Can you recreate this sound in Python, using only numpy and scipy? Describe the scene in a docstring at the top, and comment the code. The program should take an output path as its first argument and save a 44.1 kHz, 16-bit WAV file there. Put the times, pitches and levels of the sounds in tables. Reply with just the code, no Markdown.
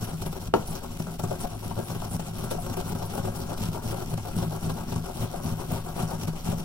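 """Grating food at a table

Close up in a small furnished room, the grater a little left of a two-port stereo microphone.
Food is rubbed up and down a flat, plastic-framed grater standing in a dish. The steel teeth tear it
with a fine rasp; its sticking and slipping rattles the frame and rumbles in the table top. Now and
then it snags, thuds or squeaks; the grater taps on its foot and once knocks hard against the dish."""
import sys
import numpy as np
from scipy import signal
from scipy.fft import rfft, irfft
from scipy.io import wavfile
from scipy.ndimage import uniform_filter1d

SR = 44100
rng = np.random.default_rng(int(sys.argv[2]) if len(sys.argv) > 2 else 0)


def to_wav(s):
    """Save 16-bit WAV."""
    ch = np.atleast_2d(s).T  # columns
    pcm = np.round(np.clip(ch, -1, 1) * 32767)  # PCM
    wavfile.write(sys.argv[1], SR, pcm.astype(np.int16))


N = 292824
TIME = np.arange(N) / SR

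# the hand goes down and back nearly four times a second: push_s, return_s, push_db, return_db
STROKES = [(0.004, 0.046, 3.5, -2), (0.164, 0.34, -8, -1.5), (0.396, 0.508, -3.5, -32),
           (0.534, 0.636, -3, -15), (0.636, 0.81, -2, -2), (0.873, 1.053, -5.5, -7.5),
           (1.19, 1.266, -24, -1), (1.383, 1.485, -1, -4.5), (1.591, 1.752, -3.5, -0.5),
           (1.846, 1.98, -1, -2), (2.104, 2.24, 0, -2), (2.325, 2.512, -1, -4), (2.598, 2.777, -1.5, 2),
           (2.835, 2.971, 0, -1), (3.084, 3.219, 0, 1.5), (3.314, 3.474, -1, 1.5), (3.564, 3.705, 2, 0.5),
           (3.811, 3.94, 1, 0.5), (4.057, 4.216, -2, -3), (4.336, 4.485, 0.5, 0.5),
           (4.596, 4.73, -1.5, -0.5), (4.863, 5.022, -2.5, -2), (5.136, 5.282, 2, -2.5),
           (5.417, 5.554, 1.5, 0), (5.679, 5.813, 3, -6), (5.951, 6.061, 4, 0.5), (6.179, 6.312, 0, -4.5),
           (6.435, 6.552, 4, 0)]
# the food catches on a tooth and breaks free: release_s, strength_db, sharpness_db, decay_s
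SNAGS = [(0.02, -4, -7, 0.011), (0.045, -11, 20, 0.011), (.075, -28, 18, .005), (.221, 0.5, 8.5, 0.0097),
         (0.263, -2, 8.5, 0.014), (.329, -4.5, 8, 0.0088), (.476, -4.5, 6.5, 0.0062), (0.754, -3, 8, 0.011),
         (1.0, 2.5, 3.5, 0.0082), (1.025, -15, 19, 0.0035), (1.069, -4.5, 9, 0.021),
         (1.141, -18, 25, 0.014), (1.196, 1, 6.5, 0.0099), (1.238, 0.5, 5, 0.014), (1.448, 2, -8, 0.0023),
         (1.712, -6, 2.5, 0.0046), (1.777, -7, 7.5, 0.023), (1.95, -3.5, 5.5, 0.027), (2.02, -1, 7, 0.01),
         (2.049, -3.5, 16, 0.0081), (2.196, -1, 4.5, 0.011), (2.441, -2, 8.5, 0.017),
         (2.512, -1.5, 14.5, 0.017), (2.666, 2.5, -1, 0.0055), (2.7, -0.5, 4, 0.0096),
         (2.742, -9, 14, 0.0039), (2.771, -6, 13, 0.012), (2.952, -2, 4.5, 0.022), (3.022, -5, 11, 0.02),
         (3.154, -7, 14, 0.0029), (3.179, 1.5, 3, 0.022), (3.52, -1, -20, 0.0098), (3.91, -5, 10, 0.024),
         (3.945, 0, 11, 0.0036), (4.141, 1.5, 5.5, 0.0031), (4.178, -1.5, 5, 0.0087), (4.252, -10, 7, 0.02),
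         (4.425, -2, 5, 0.014), (4.696, -1, 8, 0.02), (4.775, -2.5, 8, 0.012), (4.924, -4, 6.5, 0.0092),
         (4.961, 2, 2, 0.0031), (5.4, -4.5, -26, 0.0084), (5.864, -8.5, 12, 0.045), (6.002, -6, 12, 0.0049),
         (6.281, -1, 3.5, 0.0089)]
# broad colour of the plastic frame and the table top: frequency_hz, level_db
FRAME_COLOUR = [(120, -19.5), (260, -12.5), (350, -3), (520, -4.5), (900, 0), (1020, -6), (1450, -9.5),
                (1720, -27), (2200, -25), (5000, -52)]
TABLE_COLOUR = [(20, -6), (60, -12.5), (80, 0), (120, -0.5), (143, -7), (170, 0), (195, -4), (240, -4.5),
                (290, -13), (400, -11), (560, -35), (1000, -40.5)]
# resonances of the steel plate, the frame and the table top: pitch_hz, width_hz, boost_db
STEEL_MODES = [(4400, 250, 1.5), (5400, 880, 3), (5760, 470, 6), (7500, 570, 3.5), (9470, 980, 5.5),
               (11460, 620, 6.5), (14000, 930, 4.5)]
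FRAME_MODES = [(306, 13, 9), (381, 80, 10.6), (562.4, 38, 6.2), (644.7, 27, 6.3), (712, 58, 5.36),
               (824, 38, 0.98), (1116, 28, 6.5), (1342, 50, 2.8), (1480, 24, 4.2), (1578, 25, 11),
               (1634, 27, 15)]
TABLE_MODES = [(33.3, 8.1, 10.2), (112, 27, 7.2), (160.7, 18.8, 10.6), (211.6, 29, 3.6), (228.7, 17, 3.15),
               (400, 94, 3.4)]


def grating():
    """Tiny tears hiss on the steel; coarser slips shake the frame and, through its feet, the table."""
    # broad colour of the steel plate: frequency_hz, level_db
    steel_colour = [(500, -25.5), (1500, -2), (2000, -0.5), (2800, 3), (4400, 0), (4900, -2.5), (6700, -2),
                    (8500, -3.5), (10500, -1), (12500, -6), (15700, -4.5)]
    contact = food_contact()
    on_teeth = contact * stroke_drive(-42, -44, -49.5, speed_power=0.67, by_effort=0.9, peak_at=0.39)
    on_frame = contact * stroke_drive(-37, -35.5, -45.5, speed_power=0.48, by_effort=0.93, peak_at=0.46)
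    on_table = contact * stroke_drive(-33, -35, -42, speed_power=0.46, by_effort=0.76, peak_at=0.54)
    bite = on_frame ** 2 / np.hypot(on_frame, gain_of(-43))  # slow food hardly shakes the frame
    grip = flutter(hz=54.6, depth_db=1.75)  # rows of teeth bite and let go
    tears = clicks(per_s=10000, spread_db=4.5) * grip * on_teeth
    slips = clicks(per_s=1200, spread_db=0) * grip * bite
    shoves = clicks(per_s=450, spread_db=2) * on_table * arm_weight()
    crackle = flutter(hz=450, depth_db=1.2)  # fibres snap in small clumps
    teeth_snags, frame_snags, table_snags = snags()
    rasp = crackle * (gain_of(-0.27) * tears + gain_of(4) * teeth_snags)
    rattle = gain_of(-4) * slips + gain_of(0.6) * frame_snags
    rumble = gain_of(-0.5) * shoves + gain_of(-1) * table_snags
    steel = gain_of(-0.82) * ring(rasp, steel_colour, STEEL_MODES) + gain_of(-9) * crunch(on_teeth)
    hiss = shimmer(steel, depth_db=1.83)
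    frame = ring_under_hand(rattle, FRAME_COLOUR, FRAME_MODES, bend=0.02)
    frame += gain_of(-5.5) * tooth_plucks(bite)
    return hiss + frame + ring_under_hand(rumble, TABLE_COLOUR, TABLE_MODES, bend=0.03)


def hand_turns():
    """The times at which the hand turns round; pushes and returns alternate between them."""
    return np.append(np.array(STROKES)[:, :2], N / SR)


def stroke_drive(push_db, return_db, floor_db, speed_power, by_effort, peak_at):
    """The drive follows the hand's speed, which peaks at the share peak_at of each push or return."""
    turns, effort_db = hand_turns(), np.array(STROKES)[:, 2:].ravel()
    stroke, progress = np.divmod(np.interp(TIME, turns, np.arange(len(turns))), 1)
    returning = stroke % 2
    swell = np.sin(np.pi * np.interp(progress, [0, peak_at, 1], [0, 0.5, 1]))
    speed = swell ** np.where(returning, 1.37, 1)  # the return is a quicker flick
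    level_db = by_effort * effort_db[stroke.astype(int)] + np.where(returning, return_db, push_db)
    return np.hypot(gain_of(level_db) * speed ** speed_power, gain_of(floor_db))


def food_contact(edge_s=0.00084, stick_s=0.016, stick_db=-0.5):
    """The rubbing dips as the food sticks before each snag and hushes as it skips off the teeth."""
    # moments off the teeth: start_s, end_s, change_db
    skips = [(0.484, 0.536, -27), (0.976, 0.981, -16), (1.173, 1.19, -13), (1.456, 1.471, -8),
             (2.169, 2.197, -13), (2.934, 2.956, -9), (4.146, 4.177, -10), (4.214, 4.25, 0.5),
             (4.947, 4.959, -11.5), (6.257, 6.271, -13)]
    t = TIME[::32]
    lifted_db = sum(db * (np.tanh((t - start) / edge_s) - np.tanh((t - end) / edge_s)) / 2
                    for start, end, db in skips)
    stuck = sum(np.exp(-2 * ((t - s) / stick_s + 0.5) ** 2) for s, *_ in SNAGS)
    return np.interp(TIME, t, gain_of(lifted_db + stick_db * stuck))


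def arm_weight():
    """Gain of the table's rumble from the weight of the arm."""
    # how hard the arm bears down: time_s, push_db, return_db
    weights = [(0, -2, 0.5), (1.6, -0.5, 1), (3.3, -0.5, 1), (4.1, 1.5, -1.5), (4.5, 5.5, -2.5),
               (5.3, -1, -2.5), (6.6, 1, -0.5)]
    s, push_db, return_db = np.transpose(weights)
    pushing = np.searchsorted(hand_turns(), TIME) % 2
    weight_db = np.where(pushing, np.interp(TIME, s, push_db), np.interp(TIME, s, return_db))
    return gain_of(uniform_filter1d(weight_db, size=1024))


def snags():
    """Forces of the snags on teeth, frame and table: a sharp snag hisses more and thumps less."""
    s, db, sharpness_db, _ = np.transpose(SNAGS)
    pushing = np.searchsorted(hand_turns(), s) % 2
    teeth_db = db + np.where(pushing, -47, -54) + sharpness_db
    frame_db = db + np.where(pushing, -33, -31)
    table_db = db + np.where(pushing, -26.5, -31) - 0.19 * sharpness_db
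    return (slip_bursts(teeth_db, rise_s=0.0053, click=0.033),
            slip_bursts(frame_db, rise_s=0.002, click=0.25),
            slip_bursts(table_db, rise_s=0.0041, click=0.59, linger=0.76))


def slip_bursts(levels_db, rise_s, click, linger=1):
    """Each snag is a run of small slips that builds up to a click of release and quickly dies."""
    out, release = np.zeros((2, N)), SR // 64
    t = np.arange(-release, SR // 8) / SR
    for (s, _, _, decay_s), db in zip(SNAGS, levels_db):
        envelope = np.exp(np.minimum(t / rise_s, -t / (linger * decay_s)))
        burst = rng.standard_normal((2, len(t))) * envelope
        burst[:, release] += click * np.sqrt(decay_s * SR)
        add(out, s + t[0], gain_of(db) * burst)
    return out


def crunch(drive, decay_s=0.001):
    """Larger fibres snap one by one, each a tiny crack on the steel."""
    # colour of a snapping fibre: frequency_hz, level_db
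    fibre_colour = [(1000, -33), (2000, -7.5), (3000, -0.5), (5000, -1), (8000, -3.5), (15000, -4)]
    snaps = clicks(per_s=60, spread_db=2.5)[0] * drive
    fade = np.exp(-2 * TIME[:SR // 200] / decay_s)
    envelope = np.sqrt(abs(signal.oaconvolve(snaps ** 2, fade / fade.sum())[:N]))
    return ring(envelope * rng.standard_normal((2, N)), fibre_colour, STEEL_MODES)


def shimmer(x, depth_db):
    """As the food moves over the plate, different parts of the treble come and go."""
    spectra = signal.stft(x, SR, nperseg=256)[2]
    patches = uniform_filter1d(rng.standard_normal(spectra.shape[1:]), size=14, axis=0)
    patches = uniform_filter1d(patches, size=9, axis=1)
    return signal.istft(spectra * gain_of(depth_db * unit_rms(patches)), SR)[1][:, :N]


def ring_under_hand(force, colour, modes, bend):
    """The leaning hand shifts a body's resonances by the share bend, fading between three tunings."""
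    lean = np.clip(np.log(flutter(hz=5, depth_db=8)) + 0.5, -1, 1)
    out = np.zeros((2, N))
    for step in (-1, 0, 1):
        share = np.sqrt(np.maximum(1 - abs(lean - step), 0))
        bent_modes = [(hz * (1 + bend * step), width, db) for hz, width, db in modes]
        out += ring(force * share, colour, bent_modes)
    return out


def tooth_plucks(drive, width_hz=160, boost_db=14):
    """Single teeth pluck the frame now and then, each with a short hollow note of its own."""
    # bands favoured by teeth at different places on the plate: pitch_hz
    pitches = (408, 608, 750, 898, 1114, 1380)
    plucks = [clicks(per_s=22, spread_db=1.5) * drive for _ in pitches]
    out = np.zeros((2, N))
    for force, hz in zip(plucks, pitches):
        note = ring(force, FRAME_COLOUR, FRAME_MODES + [(hz, width_hz, boost_db)], size=4096)
        out += note * gain_of(curve_at(FRAME_COLOUR, hz) / 2)
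    return out / np.sqrt(len(pitches))


def dish_knock(start_s=0.5391):
    """The grater's foot cracks against the dish and chatters to rest; the dish rings and rocks."""
    # colours of the blow, the rocking dish and the crack of plastic: frequency_hz, level_db
    blow_colour = [(60, -19), (200, -2), (330, 0), (750, -1.5), (1450, -7), (1900, -15), (2900, -19),
                   (4500, -27), (6300, -41), (8000, -32), (15000, -43)]
    rocking_colour = [(60, -14), (150, -0.5), (240, 2), (400, -1), (650, -6), (1100, -13), (3000, -41)]
    crack_colour = [(500, -25), (1800, -10), (3000, 5), (4600, -4), (6300, -2), (9000, -13), (15000, -30)]
    # resonances of the struck dish: pitch_hz, width_hz, boost_db
    dish_modes = [(332, 36, 11.5), (381, 49, 13), (510, 110, 11), (687, 41, 11), (820, 180, 6.5),
                  (915, 43, 11), (1350, 240, 9.5), (2910, 330, 12.5), (4540, 500, 10)]
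    # its thin high ring: pitch_hz, level_db, t60_s
    chime = [(2970, -46, 0.12), (4450, -43, 0.09), (6140, -41, .09)]
    force, t = chatter(start_s, db=-29.5, decay_s=0.013), TIME[:SR // 4]
    for delay_s, share in [(0, 1), (0.0016, 0.27), (0.0043, 0.17), (0.009, 0.19), (0.0225, 0.12)]:
        add(force, start_s + delay_s, np.array([share]))
    out = gain_of(11) * ring(force, blow_colour, dish_modes)
    out += ring(chatter(start_s, db=-19.5, decay_s=0.035), rocking_colour)
    out += ring(chatter(start_s, db=-31, decay_s=0.0033), crack_colour)
    for hz, db, t60_s in chime:
        tone = np.sin(2 * np.pi * (hz * t + rng.random((2, 1))))
        add(out, start_s, gain_of(db - 60 * t / t60_s) * tone)
    return out


def chatter(start_s, db, decay_s):
    """A dying run of tiny contacts after the knock."""
    out, t = np.zeros((2, N)), TIME[:SR // 4]
    add(out, start_s, gain_of(db) * rng.standard_normal((2, len(t))) * np.exp(-t / decay_s))
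    return out


def foot_taps(width_hz=350, boost_db=13):
    """The grater rocks and its foot bounces; each place of contact favours one band of the frame."""
    # hollow, ringing taps: start_s, level_db, pitch_hz
    taps = [(1.307, -12, 420), (1.315, 2, 540), (1.443, -4.5, 740), (1.452, -2, 704), (1.712, -4, 920),
            (1.788, -2, 475), (2.023, -7.5, 700), (2.517, 2, 510), (2.549, -3, 400), (2.585, -5.5, 700),
            (2.774, -1, 445), (3.022, -11, 600), (3.155, -4, 630), (3.251, -2.5, 426), (3.282, -3, 630),
            (3.927, -3, 420), (4.016, -10, 407), (4.701, -7, 1040), (4.925, -3.5, 720), (5.098, -6.5, 714),
            (5.342, -2.5, 610), (5.355, -15, 700), (5.592, -12.5, 1010), (5.627, -18, 840),
            (6.002, -8, 680), (6.116, -5.5, 636), (6.529, -5.5, 600)]
    # a graze, the tap and its bounces: delay_s, force_share
    bounces = [(-.004, 0.28), (0, 0.63), (.003, 0.53), (.0075, .38), (.018, 0.21)]
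    out, graze_s = np.zeros((2, N)), bounces[0][0]
    for s, db, hz in taps:
        force, stretch = np.zeros((2, SR // 16)), rng.uniform(0.75, 1.3)
        for delay_s, share in bounces:
            add(force, (delay_s - graze_s) * stretch, np.array([share]))
        tap = ring(force, FRAME_COLOUR, FRAME_MODES + [(hz, width_hz, boost_db)], size=8192)
        add(out, s + graze_s * stretch, gain_of(db) * tap)
    return out


def table_thuds(blow_s=0.0024):
    """The hand lurches forward and sends a soft blow through the grater into the table top."""
    # lurches of the hand: start_s, level_db
    lurches = [(0.133, 0), (.485, 0), (1.262, 1), (1.659, 1), (1.962, 3.5), (2.116, -0.5), (2.86, -1),
               (3.199, 4), (3.687, 5), (3.857, 3.5), (4.103, -1), (4.427, 1), (4.666, 0.5), (4.717, 2.5),
               (4.965, 3.5), (5.233, 0.5), (5.453, 6.5), (5.522, 2.5), (5.725, 4), (6.034, 4.5),
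               (6.285, 6.5), (6.488, 5.5), (6.528, 5)]
    force = np.zeros((2, N))
    blow = np.exp(-(4 * TIME[:SR // 100] / blow_s - 2) ** 2)
    for s, db in lurches:
        add(force, s, -gain_of(db) * blow / blow.sum())
    return ring(force, TABLE_COLOUR, TABLE_MODES)


def squeaks(width_hz=1400):
    """Moist food sticks and slips very fast on the steel: runs of tiny clicks ring in a thin band."""
    # runs of stick-slip: centre_s, half_length_s, pitch_hz, level_db
    runs = [(0.677, 0.0048, 10500, -39), (0.707, .009, 9800, -41), (1.416, 0.011, 9100, -40),
            (1.846, 0.021, 10300, -46), (2.129, 0.026, 9550, -41), (2.608, 0.016, 9700, -45.5),
            (3.066, .009, 10500, -43.5)]
    out, t = np.zeros((2, N)), np.arange(-SR // 10, SR // 10) / SR
    lowpass = signal.butter(1, width_hz / 2, fs=SR)
    slips = clicks(per_s=3300, spread_db=13)
    for s, half_length_s, hz, db in runs:
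        carrier = np.exp(2j * np.pi * hz * t)  # centres the filter on the squeak's pitch
        run = slips[:, round(s * SR):][:, :len(t)]
        band = (signal.lfilter(*lowpass, run / carrier) * carrier).real
        envelope = np.exp(-(t / half_length_s) ** 2 / 2)
        add(out, s + t[0], gain_of(db) * unit_rms(band) * envelope)
    return out


def room_reflections(x, gap_s=0.0032):
    """A small furnished room: sparse reflections, each band dying at its own speed."""
    # reverberation time: frequency_hz, t60_s
    decay_times = [(100, 0.29), (400, 0.11), (1500, 0.36), (5000, 0.15), (15000, 0.17)]
    echoes = clicks(per_s=2900, spread_db=0)[:, :SR // 2] * (TIME[:SR // 2] > gap_s)
    hz, t, spectra = signal.stft(echoes, SR, nperseg=256)
    tail = signal.istft(spectra * gain_of(-60 * t / curve_at(decay_times, hz)[:, None]), SR)[1]
    tail /= np.linalg.norm(tail, axis=1, keepdims=True)
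    return signal.fftconvolve(x, tail, axes=1)[:, :N]


def room_tone():
    """The room's steady low noise."""
    # its colour: frequency_hz, level_db
    colour = [(15, 11), (30, 6.5), (50, 5.5), (120, -6.5), (170, -9), (300, -14), (900, -38),
              (2000, -30.5), (8000, -38), (16000, -41)]
    return ring(rng.standard_normal((2, N)), colour)


def microphone(x, leftward):
    """Two ports hear the bass alike and the treble differently; a source to the left leans that way."""
    # likeness of the ports: frequency_hz, coherence (0-1)
    coherence = [(30, .996), (230, .988), (300, .5), (400, .78), (500, .55), (800, .75), (1400, .93),
                 (1900, .35), (2300, .6), (3000, .2), (5000, .32), (15000, .18)]
    # left over right at leftward = 1: frequency_hz, level_db
    balance = [(30, 2.5), (200, 2.5), (400, 6), (520, 4.5), (680, 14), (850, 13), (1150, 5.5), (1550, 1),
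               (2000, 3.5), (2900, 4.5), (4000, 0.5), (5700, -0.5), (10000, 2), (11800, 0), (15000, 5.5)]
    # phase by which the left port leads: frequency_hz, lead_rad
    phase_lead = [(30, -.12), (70, -.25), (250, -.42), (370, -1.2), (500, -.3), (660, -1), (900, 0),
                  (1400, 1), (2000, 2.9), (4000, 3.7), (6000, 8.4), (15800, 20.5)]
    hz = np.fft.rfftfreq(N, 1 / SR)
    left, other = rfft(x)
    alike, lean = curve_at(coherence, hz), gain_of(leftward * curve_at(balance, hz))
    right = alike * left + 1j * np.sqrt(1 - alike ** 2) * other
    right *= np.exp(-1j * curve_at(phase_lead, hz))
    return irfft(np.array([left * lean, right]) * np.sqrt(2 / (1 + lean ** 2)), N)


def ring(force, colour, modes=(), size=16384):
    """Passes a force through a body: a causal, unit-energy response with this colour and these modes."""
    hz = abs(np.fft.fftfreq(size, 1 / SR))
    peaks_db = sum(db / (1 + (2 * (hz - pitch) / width) ** 2) for pitch, width, db in modes)
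    log_gain = np.log(gain_of(curve_at(colour, hz) + peaks_db))
    minimum_phase = np.exp(np.conj(signal.hilbert(log_gain)))
    response = np.fft.ifft(minimum_phase).real[:size // 2]
    return signal.oaconvolve(force, response[None] / np.linalg.norm(response), axes=1)[:, :N]


def clicks(per_s, spread_db):
    """Two random trains of clicks of either sign, their sizes scattered by spread_db."""
    size = gain_of(spread_db * np.clip(rng.standard_normal((2, N)), -2, 2))
    sign = rng.choice([-1, 1], (2, N))
    return unit_rms(size * sign * (rng.random((2, N)) < per_s / SR))


def flutter(hz, depth_db):
    """A random gain that changes up to about hz times a second."""
    lowpass = 1 / np.sqrt(1 + (np.fft.rfftfreq(N, 1 / SR) / hz) ** 4)
    wander = unit_rms(irfft(rfft(rng.standard_normal(N)) * lowpass, N))
    return unit_rms(gain_of(depth_db * np.clip(wander, -2, 2)))


def gain_of(db):
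    """Decibels to amplitude."""
    return 10 ** (np.asarray(db) / 20)


def unit_rms(x):
    """Scales to an rms of one."""
    return x / np.sqrt(np.mean(x ** 2) + 1e-20)


def curve_at(points, hz):
    """Joins points by straight lines on a log-frequency axis."""
    point_hz, value = np.transpose(points)
    return np.interp(np.log(hz + 1), np.log(point_hz + 1), value)


def add(mix, s, sound):
    """Mixes a sound in at time s."""
    part = mix[:, max(round(s * SR), 0):][:, :sound.shape[-1]]
    part += sound[..., :part.shape[-1]]


def scene():
    """The grater close by on the left, over room tone; the knock is drier and nearer the centre."""
    grater = grating() + squeaks() + foot_taps() + table_thuds()
    knock = dish_knock()
    background = gain_of(-40.5) * room_tone()
    in_room = gain_of(-0.88) * grater + gain_of(-10.5) * room_reflections(grater) + background
    mix = microphone(in_room, leftward=0.8)
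    return mix + microphone(knock + gain_of(-20) * room_reflections(knock), leftward=0.59)


def record(dry, cutoff_hz=15900):
    """The recorder's band limit."""
    lowpass = signal.firwin(511, cutoff_hz, window=("kaiser", 9), fs=SR)
    return signal.oaconvolve(dry, lowpass[None], "same")


dry = scene()
out = record(dry)
to_wav(out)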